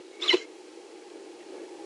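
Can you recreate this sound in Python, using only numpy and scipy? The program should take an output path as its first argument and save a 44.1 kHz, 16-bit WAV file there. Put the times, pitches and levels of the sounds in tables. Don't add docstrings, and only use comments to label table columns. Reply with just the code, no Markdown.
import sys
import numpy as np
from scipy import signal
from scipy.fft import rfft, irfft
from scipy.io import wavfile

SR = 44100
rng = np.random.default_rng(int(sys.argv[2]) if len(sys.argv) > 2 else 0)


def materialize(psi):
    bounded = np.clip(np.atleast_2d(psi).T, -1, 1)
    quanta = np.round(bounded * 32767).astype(np.int16)
    wavfile.write(sys.argv[1], SR, quanta)


def linear_from_db(decibels):
    return 10 ** (np.asarray(decibels, float) / 20)


N = 81585
T = np.arange(N) / SR

TONE_ROUGH, FLUTTER_HZ, WAVER = .15, 200, .007


def rms_one(x):
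    return x / np.sqrt(np.mean(x ** 2) + 1e-20)


def curve(rows):
    return np.interp(T, *np.transpose(rows))


def drift(rate_hz):
    r = np.exp(-2 * np.pi * rate_hz / SR)
    return rms_one(signal.lfilter([1], [1, -2 * r, r * r], rng.standard_normal(N + SR))[SR:])


def coloured(spectrum):
    hz, db = np.transpose(spectrum)
    f = np.arange(N // 2 + 1) * SR / N + 1
    gain = linear_from_db(np.interp(np.log(f), np.log(hz), db))
    return rms_one(irfft(rfft(rng.standard_normal(N)) * gain, N))


def resonance(x, hz, width_hz):
    r = np.exp(-np.pi * width_hz / SR)
    poles = [1, -2 * r * np.cos(2 * np.pi * hz / SR), r * r]
    return signal.lfilter([(1 - r * r) / 2, 0, (r * r - 1) / 2], poles, x)


def high_pass(x, order, hz):
    return signal.sosfilt(signal.butter(order, hz, "high", fs=SR, output="sos"), x)


def band_pass(x, order, low_hz, high_hz):
    return signal.sosfilt(signal.butter(order, [low_hz, high_hz], "band", fs=SR, output="sos"), x)


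def tones(rows, rough):
    attack_share, bend = .4, .7
    out, flutter = np.zeros(N), drift(FLUTTER_HZ)
    for k, (start, length, first_hz, last_hz, db) in enumerate(rows):
        u = np.clip((T - start) / length, 0, 1)
        shake = np.roll(flutter, k * SR // 20)
        waver = np.roll(flutter, -k * SR // 20 - SR // 2)
        hz = (first_hz + (last_hz - first_hz) * u ** bend) * (1 + WAVER * waver)
        shape = np.sin(np.pi / 2 * np.minimum(u / attack_share, (1 - u) / (1 - attack_share)))
        level = linear_from_db(db) * np.sqrt(2) * shape * (1 + rough * shake)
        out += level * np.sin(2 * np.pi * np.cumsum(hz) / SR)
    return out


def whistle(rows, shake=1):
    burr, burr_hz = .11, 700
    s, path_hz, db = np.transpose(rows)
    level = linear_from_db(np.interp(T, s, db, left=-150, right=-150))
    level = level * (1 + shake * TONE_ROUGH * drift(FLUTTER_HZ) + burr * drift(burr_hz))
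    hz = np.interp(T, s, path_hz) * (1 + shake * WAVER * drift(FLUTTER_HZ))
    return np.sqrt(2) * level * np.sin(2 * np.pi * np.cumsum(hz) / SR)


def boxed(modes, count):
    air, rung = rng.standard_normal((count, N + SR)), 0
    for k, (hz, width_hz, db) in enumerate(modes):
        ring = air[k % count]
        for _ in range(count):
            ring = resonance(ring, hz, width_hz)
        rung = rung + linear_from_db(db) * ring * (-1) ** (k > 0)
    return rms_one(high_pass(rung, 4, 82)[SR:])


def hum():
    # [t/s, level/dB]
    gusts = [(0, -42), (.03, -49.5), (.12, -48), (.31, -39.5), (.45, -45), (.63, -48.5), (.95, -46.5),
             (1.07, -48.5), (1.14, -43), (1.3, -46), (1.45, -46), (1.5, -43.5), (1.54, -38.5), (1.6, -40),
             (1.68, -46), (1.75, -42), (1.79, -49.5), (1.825, -40)]
    # [t/s, level/dB]
    traffic = [(0, -62.5), (.6, -59.5), (1.2, -57.5), (1.85, -53.5)]
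    # [f/Hz, width/Hz, level/dB]
    low_modes = [(324, 53.1, -0.5), (375, 68.8, -0.5), (435.6, 20.7, -8), (467, 11, -6.5)]
    high_modes = [(230, 120, -7), (560, 160, -4), (700, 170, -6), (815, 60, 6), (890, 55, 0)]
    # [f/Hz, level/dB per Hz]
    outside = [(530, 0), (900, -1), (1360, -19), (1690, 2), (4000, -8), (5200, -17), (8800, -120)]
    lumpy_db, open_db = 0.77, -14
    wind = linear_from_db(curve(gusts) + lumpy_db * drift(25)) * boxed(low_modes, count=1)
    road = boxed(high_modes, count=2) + linear_from_db(open_db) * coloured(outside)
    return wind + linear_from_db(curve(traffic)) * road


def hiss():
    # [f/Hz, level/dB per Hz]
    colour = [(590, -25), (1000, -1.5), (1460, -6), (1690, 1), (1840, -9), (5630, -3), (10200, -8),
              (13200, -88), (22000, -120)]
    # [t/s, level/dB]
    duck = [(0, -3), (.2, -1), (.37, -5), (.55, -1), (.8, -0.5), (1.2, -1), (1.85, 1)]
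    return linear_from_db(-60 + curve(duck)) * coloured(colour)


def faint_tones(rows):
    return linear_from_db(-.5) * tones(rows, rough=.5)


def wheezes_and_echoes():
    # [start/s, length/s, first f/Hz, last f/Hz, peak level/dB]
    faint_notes = [(.122, .035, 2150, 2220, -58), (.155, .035, 2220, 2200, -57), (.19, .03, 2270, 2230, -49),
                   (.366, .010, 3000, 3050, -39), (.375, .012, 3080, 3020, -38), (.36, .02, 3350, 3250, -45),
                   (.388, .03, 3110, 3050, -51), (.385, .022, 2160, 2150, -44), (.407, .032, 2125, 2135, -45),
                   (.436, .022, 2150, 2150, -50), (.395, .05, 1640, 1630, -57), (.365, .025, 6500, 6400, -53),
                   (.37, .05, 5600, 5550, -57), (.36, .04, 7400, 7350, -59), (.415, .025, 5900, 5850, -58),
                   (.353, .01, 3650, 3600, -42)]
    return faint_tones(faint_notes)


def rasp():
    # [t/s, level/dB]
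    effort = [(.19, -60), (.205, -51), (.222, -39.5), (.27, -37), (.30, -40.5), (.34, -34), (.358, -40.5),
              (.40, -51.5), (.46, -59.5)]
    # [f/Hz, level/dB per Hz]
    colour = [(350, -23), (600, -3.5), (856, -11), (1140, -4.5), (1800, -6.5), (2210, -1), (2900, -3.5),
              (4040, -3), (10200, -29.5), (13200, -35), (22000, -120)]
    # [f/Hz, width/Hz, level/dB]
    throat = [(1060, 60, -4), (2263, 22, -12), (2780, 26, -6.5), (3350, 32, -7.5), (4010, 10, -16),
              (5200, 49, -5), (5810, 55, -2), (7200, 110, 6.5)]
    grain_hz, grain_db = 200, 1.5
    air = linear_from_db(curve(effort) + grain_db * drift(grain_hz)) * coloured(colour)
    return air + sum(linear_from_db(db) * resonance(air, hz, width_hz) for hz, width_hz, db in throat)


def voice():
    chip = [(.2185, 3600, -48), (.222, 3480, -32), (.226, 3450, -25), (.229, 3640, -26), (.233, 3720, -26),
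            (.238, 3880, -33), (.241, 4000, -28), (.246, 4050, -33), (.250, 4060, -50)]
    fall = [(.276, 4050, -48), (.280, 3680, -27), (.285, 3350, -20), (.287, 3290, -26), (.2915, 3170, -25),
            (.2945, 3070, -12.5), (.2995, 3000, -14), (.3015, 2900, -25), (.309, 2700, -40)]
    middle = [(.299, 2200, -45), (.303, 2120, -23), (.306, 2100, -24), (.310, 2091, -17.5),
              (.314, 2085, -18.5), (.318, 2060, -25), (.321, 2040, -40)]
    octave = [(.277, 7200, -60), (.282, 6950, -42), (.289, 6700, -45), (.295, 6500, -45), (.302, 6350, -49),
              (.31, 6200, -56)]
    # [start/s, length/s, first f/Hz, last f/Hz, peak level/dB]
    broken = [(.320, .016, 1980, 1960, -27), (.326, .013, 970, 995, -27), (.327, .009, 2910, 2900, -24),
              (.336, .006, 2780, 2720, -28), (.3415, .006, 2700, 2650, -30), (.326, .012, 4420, 4430, -31),
              (.302, .018, 5560, 5480, -37), (.284, .020, 3640, 3700, -33), (.258, .018, 2250, 2230, -40),
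              (.258, .02, 3450, 3400, -41), (.236, .014, 2800, 2700, -41), (.226, .01, 2100, 1950, -43),
              (.328, .012, 2480, 2350, -36), (.345, .012, 1150, 1100, -38)]
    partials = [(.222, .026, 6900, 7650, -46), (.278, .025, 10200, 9300, -55), (.207, .02, 5350, 5150, -46),
                (.229, .014, 5350, 5150, -41), (.258, .02, 4600, 4550, -45), (.255, .02, 5800, 5750, -47),
                (.325, .022, 6500, 6200, -48), (.322, .014, 5400, 5300, -44), (.305, .012, 2960, 3030, -39),
                (.30, .03, 8800, 8500, -54), (.33, .018, 9100, 9300, -53), (.24, .03, 9000, 8800, -57)]
    whistled = sum(whistle(path) for path in (chip, fall, middle, octave))
    return whistled + tones(broken, TONE_ROUGH) + linear_from_db(-3) * tones(partials, 2 * TONE_ROUGH)


def snaps():
    # [t/s, level/dB, ring f/Hz]
    clicks = [(0.222, -40, 5200), (.2998, -29, 3600), (0.3027, -23.5, 2600), (0.303, -37.5, 6000),
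              (0.3289, -32, 3300), (0.3298, -37.5, 5500), (.3350, -26, 2900), (0.3386, -24.5, 2800),
              (0.341, -31.5, 4300), (0.3437, -26, 2700), (0.3465, -41, 6000), (0.347, -28.5, 2400)]
    width_hz = 1200
    out = np.zeros(N)
    for s, db, hz in clicks:
        click = 1e-18 + (np.arange(N) == int(s * SR))
        ring = resonance(resonance(click, hz, width_hz), hz, width_hz)
        out += linear_from_db(db) * SR / width_hz * ring
    return out


def echoes(x):
    # [delay/s, level/dB]
    walls = [
        (.0031, -15),
        (.0057, -16),
        (.0089, -17),
        (.0135, -19),
    ]
    onset_s, late_db, t60_s, end_s = 0.017, -19.5, 0.27, .455
    tail = rng.standard_normal(N) * (T > onset_s) * linear_from_db(-60 * T / t60_s)
    tail = tail / np.sqrt(np.sum(tail ** 2))
    late = linear_from_db(late_db) * signal.fftconvolve(x, tail)[:N]
    late = late * np.clip((end_s - T) / 0.016, 0, 1)
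    return late + sum(linear_from_db(db) * np.roll(x, int(s * SR)) for s, db in walls)


def cackle():
    gap_hz, gap_width_hz, gap_from_s = 3660, 420, .372
    call = high_pass(linear_from_db(-2) * voice() + rasp() + snaps(), 4, 320)
    bird = call + echoes(call)
    return bird - np.clip((T - gap_from_s) * 100, 0, 1) * resonance(bird, gap_hz, gap_width_hz)


def held_lines():
    arch = [(.233, 1080, -60), (.241, 1140, -44), (.249, 1250, -39.5), (.255, 1275, -42), (.259, 1200, -43),
            (.263, 1157, -39), (.273, 1159, -43), (.282, 1200, -50), (.29, 1207, -62)]
    ring = [(.244, 4050, -50), (.258, 4064, -47), (.282, 4025, -37), (.296, 4100, -45), (.307, 4110, -35),
            (.316, 4045, -26), (.328, 4020, -33), (.338, 4025, -31), (.350, 4040, -46)]
    ring_tail = [(.352, 4090, -60), (.362, 4090, -44), (.38, 4050, -45.5), (.398, 4015, -47),
                 (.402, 4000, -57), (.41, 3980, -54), (.425, 3960, -62), (.44, 3960, -70)]
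    return sum(whistle(path, shake=.4) for path in (arch, ring, ring_tail))


def glow():
    # [t/s, level/dB]
    level = [(.33, -70), (.36, -50), (.40, -52), (.436, -53), (.442, -59), (.46, -70)]
    # [f/Hz, level/dB per Hz]
    colour = [(880, -41), (1500, -8), (2300, 0), (3200, -3), (3650, -30), (4200, 0), (7400, -5),
              (8000, -16), (22000, -70)]
    return linear_from_db(curve(level)) * coloured(colour)


def boom():
    # [f/Hz, level/dB, t60/s]
    modes = [(362, -15.5, .10), (474, -26.5, .07), (662, -36, .05), (830, -38, .04), (1100, -42, .06),
             (1640, -44, .05), (60, -60, .15)]
    start_s, rise_s = .3308, .013
    stop_s, stop_t60_s, left_db = .356, .02, -11
    t = np.maximum(T - start_s, 0)
    push = np.sin(np.pi / 2 * np.minimum(t / rise_s, 1)) ** 2
    push = push * linear_from_db(np.maximum(-60 * np.maximum(T - stop_s, 0) / stop_t60_s, left_db))
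    rung = np.zeros(N)
    for k, (hz, db, t60) in enumerate(modes):
        decay = linear_from_db(db - 60 * np.maximum(t - rise_s, 0) / t60)
        rung += (-1) ** k * decay * np.sqrt(2) * push * np.sin(2 * np.pi * hz * t)
    return rung + high_pass(.1 * drift(600) * rung, 6, 280)


def far_birds():
    # [start/s, length/s, first f/Hz, last f/Hz, peak level/dB]
    calls = [(1.402, .018, 1900, 1900, -59), (1.422, .016, 1880, 1900, -62), (1.39, .05, 2700, 2650, -66),
             (1.56, .016, 1700, 1690, -62), (1.57, .035, 2130, 2250, -63), (1.58, .04, 1630, 1750, -64),
             (1.60, .022, 2680, 2650, -62), (1.625, .045, 1550, 1950, -63)]
    return faint_tones(calls)


def scene():
    surroundings = hum() + hiss() + far_birds()
    bird = wheezes_and_echoes() + cackle() + held_lines() + glow()
    mono = surroundings + bird + boom()
    return np.array([mono, mono])


def top_cut(x):
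    return signal.sosfilt(signal.butter(12, 15720, fs=SR, output="sos"), x)


def record(dry):
    mid = signal.sosfilt(signal.ellip(12, .5, 70, 10520, fs=SR, output="sos"), dry[0])
    mid = high_pass(mid, 2, 116)
    image = band_pass(mid * (-1.) ** np.arange(N), 3, 11300, 11870)
    lows = np.roll(band_pass(mid, 4, 300, 1600), 300)
    side = -linear_from_db(-24) * resonance(lows, hz=864, width_hz=1000)
    mid = mid + linear_from_db(-10) * image
    return top_cut(np.array([mid + side, mid - side]))


dry = scene()
out = record(dry)
materialize(out)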